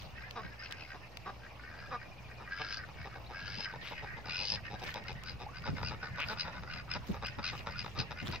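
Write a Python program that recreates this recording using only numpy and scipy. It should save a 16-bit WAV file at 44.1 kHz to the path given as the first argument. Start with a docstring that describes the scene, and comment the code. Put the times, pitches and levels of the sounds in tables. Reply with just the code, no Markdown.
"""A canal in open country, where a small flock of ducks chatters some way from a hand-held phone.
Each call is a source and a filter: membranes in the syrinx slap, and the throat and bill resonate.
Drakes rasp in slow noisy pulses, hens cluck in short dark bursts, and far birds fill the gaps.
A songbird trills, the ducks splash, the banks echo and small ticks sound close by. Wind rumbles and
thumps on the two microphone ports, over a faint hum and the hiss of leaves."""
import sys
import numpy as np
from scipy import signal
from scipy.fft import rfft, irfft
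from scipy.io import wavfile
from scipy.ndimage import uniform_filter1d, map_coordinates

SR = 44100
rng = np.random.default_rng(int(sys.argv[2]) if len(sys.argv) > 2 else 0)


def persist_wave(psi):
    """Save psi, clipped to +-1, as 16-bit WAV."""
    counts = np.round(np.clip(psi, -1, 1) * 32767).astype(np.int16)
    wavfile.write(sys.argv[1], SR, np.atleast_2d(counts).T)


N = 370440


def flock():
    """Superposition: the calls and splashes of the near birds add, each at its own time."""
    # short rasps, except the row at 4.874 s, a dull burst voiced the same way that sounds with a splash, and
    # the row at 5.779 s, a brief pulse near 2 kHz voiced the same way among a run of slaps: # middle_s,
    # throat_db, length_s, centre_hz, bill_re_throat_db
    quacks = [(.205, -49.5, 0.06, 1880, -15.5), (.446, -50.5, 0.076, 1890, -13),
              (.645, -48, 0.058, 2060, -3), (.715, -49.5, 0.04, 1820, -12.5), (.807, -52, 0.12, 2180, -8.5),
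              (.916, -47.5, 0.049, 1860, -11.5), (1.448, -52.5, 0.057, 1570, -19),
              (2.027, -51.5, 0.048, 1780, -17), (2.312, -52.5, 0.039, 1840, -32),
              (3.013, -49, 0.08, 2070, -16.5), (3.139, -52, 0.067, 1730, -12.5),
              (3.697, -54, 0.064, 2070, -10.5), (3.964, -50, 0.077, 2360, -11),
              (4.071, -48, 0.06, 1820, -15), (4.664, -49.5, 0.035, 1940, -11.5),
              (4.874, -48.5, 0.066, 2030, -14), (4.967, -49, 0.072, 1830, -13),
              (5.092, -47, 0.044, 1980, -2.5), (5.293, -50, 0.067, 1880, 1.5),
              (5.568, -50, 0.052, 1830, -4.5), (5.675, -47, 0.062, 1770, -5),
              (5.779, -46.5, 0.034, 1940, -13), (5.87, -44.5, 0.063, 2000, 1.5),
              (6.055, -43.5, 0.065, 1600, -10.5), (6.2, -41, 0.058, 1540, -11.5),
              (6.296, -45, 0.063, 1720, -4), (6.406, -42.5, 0.053, 1920, 3),
              (6.578, -50.5, 0.047, 1830, -10.5), (6.722, -46, 0.08, 1860, -4.5),
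              (6.783, -45, 0.043, 1860, -7), (6.935, -42, 0.054, 1940, 1), (7.269, -44, 0.05, 1930, -2.5),
              (7.474, -41, 0.063, 2040, 3.5), (7.577, -51, 0.059, 2440, -9), (7.72, -50.5, 0.056, 1950, -6),
              (7.79, -44.5, 0.059, 1970, 0.5), (7.998, -43, 0.038, 2050, 5),
              (8.199, -44.5, 0.053, 2050, -10), (8.345, -46, 0.051, 2020, -1)]
    # hens' calls: middle_s, level_db, length_s, pulse_hz
    clucks = [(.382, -44.5, 0.054, 226), (.956, -55, 0.041, 148), (1.281, -45.5, 0.055, 196),
              (1.936, -41.5, 0.055, 240), (2.414, -55, 0.05, 130), (2.611, -44.5, 0.028, 153),
              (2.888, -54, 0.016, 130), (3.064, -49.5, 0.037, 132), (3.171, -53, 0.029, 92),
              (3.309, -51, 0.038, 127), (3.595, -52.5, 0.03, 120), (3.748, -50.5, 0.047, 90),
              (3.921, -48, 0.034, 94), (4.038, -48.5, .032, 144), (4.178, -52, 0.031, 118),
              (4.273, -52.5, 0.043, 87), (4.417, -54, 0.075, 140), (4.538, -51.5, 0.048, 105),
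              (4.731, -49, 0.063, 103), (4.827, -47.5, 0.032, 125), (4.9675, -46.5, 0.043, 105),
              (5.104, -51, 0.045, 92), (5.418, -51, 0.052, 127), (5.675, -45, 0.045, 112),
              (5.792, -50.5, 0.058, 91), (5.8305, -40, 0.0095, 55), (5.927, -48, 0.055, 109),
              (6.039, -49, 0.032, 156), (6.19, -45, 0.033, 136), (6.313, -43.5, 0.049, 206),
              (6.474, -48, 0.075, 175), (6.556, -53, 0.064, 200), (6.634, -51.5, 0.024, 97),
              (6.959, -42, 0.022, 196), (7.158, -50, 0.044, 138), (7.2335, -44.5, 0.033, 108),
              (7.393, -44.5, 0.026, 136), (7.538, -48, 0.039, 166), (7.679, -44, 0.039, 117),
              (7.861, -48.5, 0.047, 59), (7.996, -51, 0.092, 150), (8.117, -46.5, 0.024, 118),
              (8.342, -46, 0.025, 336)]
    # long rasps: start_s, shuts_s, end_s, throat_db, first_bill_db, widest_bill_db,
    # widest_centre_hz, crest_share, first_pulse_hz, last_pulse_hz
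    rasps = [(1.58, 1.9, 1.97, -47, -29, -8, 1650, 0.71, 73, 88),
             (2.45, 2.78, 2.86, -39.5, -25, 2, 1900, 0.37, 87, 108.4),
             (3.31, 3.65, 3.77, -42, -16, 3, 2110, .4, 88, 99),
             (4.24, 4.56, 4.6, -39, -10.5, 10.5, 2540, 0.82, 74.3, 112)]
    # bursts of spray: middle_s, level_db, length_s
    splashes = [(3.875, -44.5, 0.065), (4.89, -43.5, .03)]
    # high call: middle_s, level_db, length_s, pulse_hz, resonance_hz
    yelps = [(6.2198, -36.5, 0.049, 155, 2480)]
    out = np.zeros(N)
    for rows, source in (quacks, quack), (clucks, cluck), (rasps, rasp), (splashes, splash), (yelps, yelp):
        for row in rows:
            add(out, *source(*row))
    return out


def syrinx(pulse_hz, jitter, shimmer_db, puff, puff_s):
    """Pulsed source: membranes slap unevenly, and each slap releases a puff of air noise."""
    wobble, strength, air = rng.standard_normal((len(pulse_hz), 3)).T
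    cycles = np.cumsum(pulse_hz * (1 + jitter * unit_rms(uniform_filter1d(wobble, size=300)))) / SR
    cycles -= cycles[len(cycles) // 2]  # one slap falls at the very middle
    onsets = np.diff(np.floor(cycles), append=np.floor(cycles[-1])) > 0
    slaps = onsets * gain_of(shimmer_db * strength)
    pole = np.exp(-1 / (puff_s * SR))
    puffs = air * signal.lfilter([1], np.poly([pole] * 3), slaps)
    return unit_rms(slaps + 1e-9 * air) + puff * unit_rms(puffs + 1e-9 * air)


def drake(throat_db, bill_db, centre_hz, pulse_hz, tuning):
    """Source and filter: throat modes near the centre ring most; an open bill adds air and hiss."""
    # throat modes, bill shut and open: shut_hz, open_hz, width_hz, shut_db, open_db
    throat_modes = [(1290, 1410, 110, -4, -2), (1630, 1630, 90, 0, 1.5), (1960, 1960, 80, 0, -7),
                    (2400, 2230, 100, -1, -3.5), (2700, 2740, 170, -9, -2), (2980, 3000, 170, -12, -2)]
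    # bill modes: pitch_hz, width_hz, level_db
    bill_modes = [(3560, 150, -8), (4170, 280, -2), (4660, 300, 0), (5000, 240, 5), (5420, 300, -7),
                  (5950, 250, -10)]
    count, wander_db, wander_share = len(pulse_hz), 2.2, .01
    opening = 1 / (0.5 + np.exp(-(bill_db + 15) / 2.9))  # 0 shut, 2 wide open
    air = np.array([.6 + .5 * opening, 1.2 + .9 * opening])  # the bill gets more than the throat
    drive, breathy = syrinx(pulse_hz, jitter=.03, shimmer_db=2.2, puff=air, puff_s=.001)
    weights, modes = [], []
    for shut_hz, open_hz, width_hz, shut_db, open_db in throat_modes:
        hz = tuning * (shut_hz + (open_hz - shut_hz) * opening / 2)
        db = shut_db + (open_db - shut_db) * opening + wander_db * wander(count)
        nearness = np.exp(-.5 * ((centre_hz - hz) / 420) ** 2) + 0.17
        weights.append(gain_of(db) * nearness)
        modes.append(ring(drive, hz, width_hz))
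    throat = np.sum(np.multiply(weights, modes), axis=0) / np.linalg.norm(weights, axis=0)
    bill_tuning = rng.uniform(.985, 1.01) * tuning ** 0.12  # bills differ, and partly follow the throat
    bill = np.zeros(count)
    for hz, width_hz, db in bill_modes:
        gain = gain_of(db + wander_db * wander(count))
        bill += gain * ring(breathy, hz * bill_tuning * (1 + wander_share * wander(count)), width_hz)
    return gain_of(throat_db) * (throat + gain_of(bill_db) * unit_rms(bill))


def rasp(start_s, shuts_s, end_s, level_db, first_db, widest_db, widest_hz, crest, first_hz, last_hz):
    """Time-varying filter: the bill opens, the throat brightens and weakens, then the bill snaps shut."""
    attack_s, release_s, snap_s = 0.067, 0.1, 0.012
    shut_hz, shut_db, hollow_db, edge_db = 1620, -19, -7, -9.5
    t = np.arange(start_s, end_s, 1 / SR)
    progress = np.clip((t - start_s) / (shuts_s - start_s), 0, 1)
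    opened = progress ** 0.6  # the bill opens ever more slowly
    shut = np.clip((t - shuts_s) / snap_s, 0, 1)
    gape = opened * (1 - shut)
    bill_db = (first_db + (widest_db - first_db) * opened) * (1 - shut) + shut_db * shut
    edge = np.clip(np.maximum(1 - (t - start_s) / attack_s, 1 - (end_s - t) / release_s), 0, 1)
    throat_db = level_db + hollow_db * gape + edge_db * edge
    # the throat's pitch rises and sinks with the neck, peaking at the share `crest` of the call
    skewed = ((t - start_s) / (end_s - start_s)) ** (np.log(.5) / np.log(crest))
    tuning = 0.89 + 0.11 * np.sqrt(np.abs(np.sin(np.pi * skewed)))
    pulse_hz = first_hz + (last_hz - first_hz) * progress
    call = drake(throat_db, bill_db, shut_hz + (widest_hz - shut_hz) * gape, pulse_hz, tuning)
    return start_s, call * signal.windows.tukey(len(t), .06)


def quack(middle_s, level_db, length_s, centre_hz, bill_db, tuning=None):
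    """Formant glide: a short rasp climbs in and sags after; harder ones pulse faster and start dark."""
    # the calls pass to a bird with a lower throat: time_s, pitch_ratio
    throat_tuning = [(0, 0.96), (5.5, 0.95), (5.85, 0.92), (6.45, 0.93), (6.75, 0.92), (7.3, 0.95),
                     (8.4, 0.91)]
    tuning = tuning or np.interp(middle_s, *np.transpose(throat_tuning))
    climb, sag = .009, .004
    shape_db = swell(length_s, skirt=1.1)
    effort = np.clip((bill_db + 13) / 12, 0, 1)
    rising = np.arange(len(shape_db)) < len(shape_db) / 2
    below_db = np.maximum(shape_db, -16)
    bend = np.where(rising, climb, sag) * (0.11 + effort) * below_db
    lead = .7 * effort * rising  # in hard calls the throat sounds ahead of the bill
    darkening_hz = 50 * effort * rising * below_db
    pulse_hz = np.full_like(shape_db, 69 + 18 * effort)
    call = drake(level_db + (1 - lead) * shape_db, bill_db + (0.35 + lead) * shape_db,
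                 centre_hz + darkening_hz, pulse_hz, tuning + bend)
    return centred(middle_s, call)


def cluck(middle_s, level_db, length_s, pulse_hz):
    """Impulse excitation: a few slaps ring a hen's dark throat, each with a bright edge."""
    # the timbre drifts as the hens mill about: time_s, formant_hz, upper_lift_db, edge_db
    colour = [(.4, 710, 12, -17), (1.95, 750, 14.5, -22), (2.6, 770, 10.5, -15), (4.1, 820, -4, -16.5),
              (4.95, 780, -4, -10), (5.4, 780, 3, -9.5), (5.8, 855, 9.5, -12.5), (6.3, 910, 9, -12),
              (7.4, 825, 9.5, -15), (8.1, 815, 9.5, -8.5), (8.35, 860, 5, -10)]
    # throat modes: formant_ratio, nominal_width_hz, level_db
    throat_modes = [(0.3, 172, 6), (0.602, 183, 11), (1.018, 133, 12.5), (1.55, 111, 2.5),
                    (2.03, 150, -2.5)]
    times_s, *columns = np.transpose(colour)
    formant_hz, lift_db, edge_db = (np.interp(middle_s, times_s, column) for column in columns)
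    formant_hz *= rng.uniform(.92, 1.08)  # no two hens alike
    shape_db = 2.1 * swell(length_s, skirt=.9, steep=5.4)
    hoarseness = 1500 * length_s / pulse_hz  # long slow clucks carry more air
    slaps = syrinx(np.full_like(shape_db, pulse_hz), .06, shimmer_db=2.2, puff=hoarseness, puff_s=.0007)
    drive = gain_of(shape_db) * slaps
    throat = sum(gain_of(db + lift_db * (ratio > 1.2)) * ring(drive, ratio * formant_hz, 1.32 * width)
                 for ratio, width, db in throat_modes)
    throat = signal.sosfilt(signal.butter(2, 2.6 * formant_hz, fs=SR, output="sos"), unit_rms(throat))
    edge = ring(drive, 2540, 470) + ring(drive, 3840, 480) + 0.88 * ring(drive, 4930, 1000)
    return centred(middle_s, gain_of(level_db) * (throat + gain_of(edge_db) * edge))


def yelp(middle_s, level_db, length_s, pulse_hz, resonance_hz):
    """Single formant: quick clean slaps ring one high resonance."""
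    shape_db = swell(length_s, skirt=0.61, steep=1.4)
    drive = syrinx(np.full_like(shape_db, pulse_hz), jitter=.05, shimmer_db=2, puff=.4, puff_s=.001)
    return centred(middle_s, gain_of(level_db + shape_db) * ring(drive, resonance_hz, 700))


def splash(middle_s, level_db, length_s):
    """Amplitude-modulated noise: drops make a burst of spray gritty, strongest in the upper middle."""
    shape_db = swell(length_s, skirt=0.99, steep=0.76)
    air, drops = rng.standard_normal((len(shape_db), 2)).T
    spray = air * gain_of(5.2 * unit_rms(uniform_filter1d(drops, size=60)))
    return centred(middle_s, gain_of(level_db + shape_db) * ring(spray, 2270, 2250))


def songbird_and_bubble():
    """Frequency sweeps: a trill of falling notes, a few chirps, and one bubble that rises in pitch."""
    # loudness of the trill: time_s, level_db
    trill = [(1.1, -85), (1.7, -58), (2, -54), (2.5, -55)]
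    # two chirps, an arched chirp in two slides, then one rising bubble in two slides:
    # start_s, level_db, from_hz, to_hz, length_s
    slides = [(0.591, -49, 4800, 5760, 0.041), (0.638, -47.5, 5660, 4600, 0.03),
              (3.262, -50, 3680, 4500, 0.013), (3.272, -52, 4500, 3700, 0.013),
              (5.464, -38, 777, 980, 0.023), (5.488, -45.5, 1030, 1320, 0.025)]
    out = np.zeros(N)
    for start_s in np.arange(1.128, 2.48, .0656):
        level_db = np.interp(start_s, *np.transpose(trill))
        add(out, start_s, gain_of(level_db) * glide(2500, 2280, 0.04, rise=0.56))
    for start_s, level_db, *sweep in slides:
        add(out, start_s, gain_of(level_db) * glide(*sweep, rise=0.33))
    return out


def far_birds():
    """Incoherent sum: eighty short rasps at random times merge into a murmur."""
    # loudness of the murmur: time_s, level_db
    murmur = [(0, -58), (.9, -58), (2, -97), (4, -53), (5.3, -58.5), (8.4, -61.5)]
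    out = np.zeros(N)
    for when, faintness, length, tone, build in rng.random((80, 5)):
        add(out, *quack(when * N / SR, level_db=-4 * faintness, length_s=.035 + .03 * length,
                        centre_hz=1300 + 1300 * tone, bill_db=-24 + 10 * tone, tuning=0.9 + 0.302 * build))
    return gain_of(along(murmur)) * unit_rms(out)


def ticks():
    """Broadband transients: a brief burst of noise rings a bright snap and a duller knock."""
    # clicks near the microphones: start_s, snap_db
    clicks = [(.309, -54), (0.71, -57), (0.7233, -50), (1.171, -53.5), (4.795, -64), (4.839, -55.5),
              (4.941, -52), (5.039, -66), (5.128, -63), (5.236, -58), (5.621, -64), (6.159, -66),
              (6.202, -54), (7.2668, -53), (8.313, -57.5)]
    knock_db = 9
    out, t = np.zeros((2, N)), np.arange(400) / SR
    for start_s, snap_db in clicks:
        for channel in out:
            grit = rng.standard_normal(len(t)) * t * np.exp(-t / 0.00091)
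            click = ring(grit, 23000, 7100) + gain_of(knock_db) * ring(grit, 2770, 2330)
            add(channel, start_s, gain_of(snap_db) * click)
    return out


def wind():
    """Turbulent pressure on the ports: a lumpy rumble that follows the gusts, and low thumps."""
    # strength of the gusts: time_s, level_db
    gusts = [(0, -51.5), (.5, -57.5), (5.5, -48.5), (5.75, -41.5), (6.2, -49), (7.7, -49), (8.2, -47.5)]
    # spectrum of the rumble: frequency_hz, relative_db
    spectrum = [(20, -66), (48, -2), (100, 1.5), (180, -7.5), (300, -23), (600, -26), (1200, -79)]
    # buffets of air: time_s, level_db
    thumps = [(0.446, -50.5), (3.574, -52), (5.689, -41), (5.724, -42.5), (6.958, -49), (7.098, -37),
              (7.383, -46.5), (7.983, -40.5), (8.229, -45), (8.29, -42.5)]
    out = gain_of(along(gusts)) * noise(spectrum, coherence=.4, patchy_db=2.2, frame=1024)
    t = np.arange(round(.1 * SR)) / SR
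    for time_s, level_db in thumps:
        pitch_hz = 265 + 3.5 * level_db  # harder thumps sound higher
        for channel in out:
            puff = rng.standard_normal(len(t)) * t * np.exp(-t / 0.012)
            add(channel, time_s - .01, gain_of(level_db) * ring(puff, pitch_hz, 136))
    return out


def hum():
    """Slow random modulation: two low tones from afar waver together in pitch and level."""
    # partials of the hum: pitch_hz, rms_db
    partials = [(59.3, -59), (118.5, -61)]
    drift = unit_rms(uniform_filter1d(rng.standard_normal(N), size=9000))
    warped_s = np.cumsum(1 + 0.01054 * drift) / SR
    waver = uniform_filter1d(rng.standard_normal(N), size=4000)
    waver_db = 2.5 * unit_rms(uniform_filter1d(waver, size=4000))
    return np.sqrt(2) * sum(gain_of(db + waver_db) * np.sin(2 * np.pi * hz * warped_s)
                            for hz, db in partials)


def countryside():
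    """Ambient noise: a steady wash, and a faint hiss of leaves that swells into short rustles."""
    # spectrum of the open country: frequency_hz, relative_db
    wash_spectrum = [(120, -36), (200, 4), (346, -4), (644, 2), (1000, -1.5), (1500, -8), (1950, -8),
                     (2400, -5), (2850, -6), (3390, -23), (5160, -13), (7580, -34), (13600, -33.5),
                     (15700, -62)]
    # spectrum of the leaves: frequency_hz, relative_db
    leaf_spectrum = [(4000, 5), (7000, -10), (9500, -22), (11500, -14.5), (13800, -12.5), (15800, -13)]
    # rustles of leaves and splashes: middle_s, level_db
    rustles = [(.03, -56), (3.88, -57), (4.87, -48), (5.79, -57.5), (6.3, -52), (7.1, -52.5), (7.58, -54),
               (7.88, -58), (8.28, -47.5)]
    wash = gain_of(-55.5) * noise(wash_spectrum, coherence=0.51, patchy_db=2.6, frame=512)
    t = np.arange(N) / SR
    crackle = gain_of(4.5 * unit_rms(uniform_filter1d(rng.standard_normal(N), size=80)) - 3)
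    swells = sum(gain_of(db - 6.1 * ((t - middle_s) / 0.044) ** 2) for middle_s, db in rustles)
    leaves = noise(leaf_spectrum, coherence=0.024, patchy_db=4.5, frame=256)
    return wash + (gain_of(-62.5) + crackle * swells) * leaves


def ports(x):
    """Time and level differences: sound reaches one port first, and the phone's body shades one."""
    # delay of the left port as the phone turns: time_s, lag_samples
    lag = [(0, -1.5), (1.2, -3), (1.6, 1.5), (4, 2), (6.5, 3), (8.4, 1.5)]
    # acoustic shadow: frequency_hz, left_over_right_db
    shadow = [(300, 0.5), (800, -1), (1500, 0.2), (2400, 5.5), (4400, 5.5), (9000, 2)]
    left = map_coordinates(x, [np.arange(N) - along(lag)], order=3)
    half_db = spectrum_at(shadow, np.fft.rfftfreq(N, 1 / SR)) / 2
    return irfft(rfft([left, x]) * gain_of([half_db, -half_db]), N)


def banks(x):
    """Reverberation: sparse echoes off the water, the bank and the trees decay exponentially."""
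    rt60_s = 0.1
    t = np.arange(round(.3 * SR)) / SR
    signs = rng.choice([-1., 1.], (2, len(t)))
    arrivals = (rng.random((2, len(t))) < .04) * (t > .002)
    echoes = signs * arrivals * gain_of(-60 * t / rt60_s)
    return signal.oaconvolve(x[None], echoes / np.linalg.norm(echoes[0]), axes=1)[:, :N]


def ring(x, hz, width_hz):
    """Resonance by heterodyning: shift a fixed or moving pitch to zero, smooth, shift back; rms 1."""
    carrier = np.exp(2j * np.pi * np.cumsum(hz * np.ones(len(x))) / SR)
    pole = np.exp(-np.pi * width_hz * np.sqrt(2) / SR)
    return unit_rms((carrier * signal.lfilter([1], np.poly([pole, pole]), x / carrier)).real)


def noise(spectrum, coherence, patchy_db, frame):
    """Spectral shaping: two partly coherent channels of coloured noise with drifting patches; rms 1."""
    frames, hz = 4 * N // frame + 5, np.fft.rfftfreq(frame, 1 / SR)
    real, imag, other_real, other_imag, patches = rng.standard_normal((frames, len(hz), 5)).T
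    patches = unit_rms(uniform_filter1d(uniform_filter1d(patches, size=8, axis=0), size=10, axis=1))
    left = real + 1j * imag
    right = coherence * left + np.sqrt(1 - coherence ** 2) * (other_real + 1j * other_imag)
    bins = np.array([left, right]) * gain_of(spectrum_at(spectrum, hz)[:, None] + patchy_db * patches)
    return unit_rms(signal.istft(bins, nperseg=frame, noverlap=frame * 3 // 4)[1][:, :N])


def glide(from_hz, to_hz, length_s, rise):
    """Linear chirp: a short sliding tone; a smaller rise sharpens its attack."""
    progress = np.arange(0, 1, 1 / (length_s * SR))
    hz = from_hz + (to_hz - from_hz) * progress
    return np.sin(2 * np.pi * np.cumsum(hz) / SR) * np.sin(np.pi * progress ** rise) ** 2


def wander(count):
    """Modulation by the moving head and bill: three random sines of 2 to 11 Hz, rms about 1."""
    speed, phase = rng.random((3, 2)).T
    cycles = (2 + 9 * speed) * np.arange(count)[:, None] / SR + phase
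    return .8 * np.sin(2 * np.pi * cycles).sum(axis=1)


def swell(length_s, skirt, steep=2.03):
    """Envelope in dB, 6 down at either end of the length and reaching skirt lengths each way."""
    t = np.arange(-skirt * length_s, skirt * length_s, 1 / SR)
    return -6 * np.abs(2 * t / length_s) ** steep


def gain_of(db):
    """Decibels to amplitude ratio."""
    return 10 ** (np.asarray(db) / 20)


def unit_rms(x):
    """Normalisation to rms 1."""
    return x / np.sqrt(np.mean(x ** 2) + 1e-20)


def spectrum_at(points, hz):
    """Interpolation of a spectrum on a log-frequency axis."""
    points_hz, db = np.transpose(points)
    return np.interp(np.log(hz + 1), np.log(points_hz + 1), db)


def along(curve):
    """Interpolation of a time curve at every sample."""
    return np.interp(np.arange(N) / SR, *np.transpose(curve))


def centred(middle_s, sound):
    """The start time that centres a sound on middle_s, and the sound."""
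    return middle_s - len(sound) / SR / 2, sound


def add(mix, start_s, sound):
    """Superposition of a sound on the mix."""
    part = mix[max(round(start_s * SR), 0):][:len(sound)]
    part += sound[:len(part)]


def scene():
    """Direct and reflected sound sum at the two ports; the far birds come mostly as echo."""
    over_water = signal.butter(8, 5800, fs=SR, output="sos")  # little treble carries across
    near, far = signal.sosfilt(over_water, [flock() + songbird_and_bubble(), far_birds()])
    direct = ports(near + 0.19 * far)
    echoes = banks(gain_of(-8.0) * near + far)
    return direct + echoes + ticks() + wind() + hum() + countryside()


def record(dry):
    """Band limiting: the microphones cut the bass and the top treble, and add a small steady offset."""
    cut = signal.sosfilt(signal.butter(4, 42, "high", fs=SR, output="sos"), dry)
    low_pass = signal.firwin(511, 15750, window=("kaiser", 9), fs=SR)
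    return signal.oaconvolve(cut, low_pass[None], "same") + 0.00087


dry = scene()
out = record(dry)
persist_wave(out)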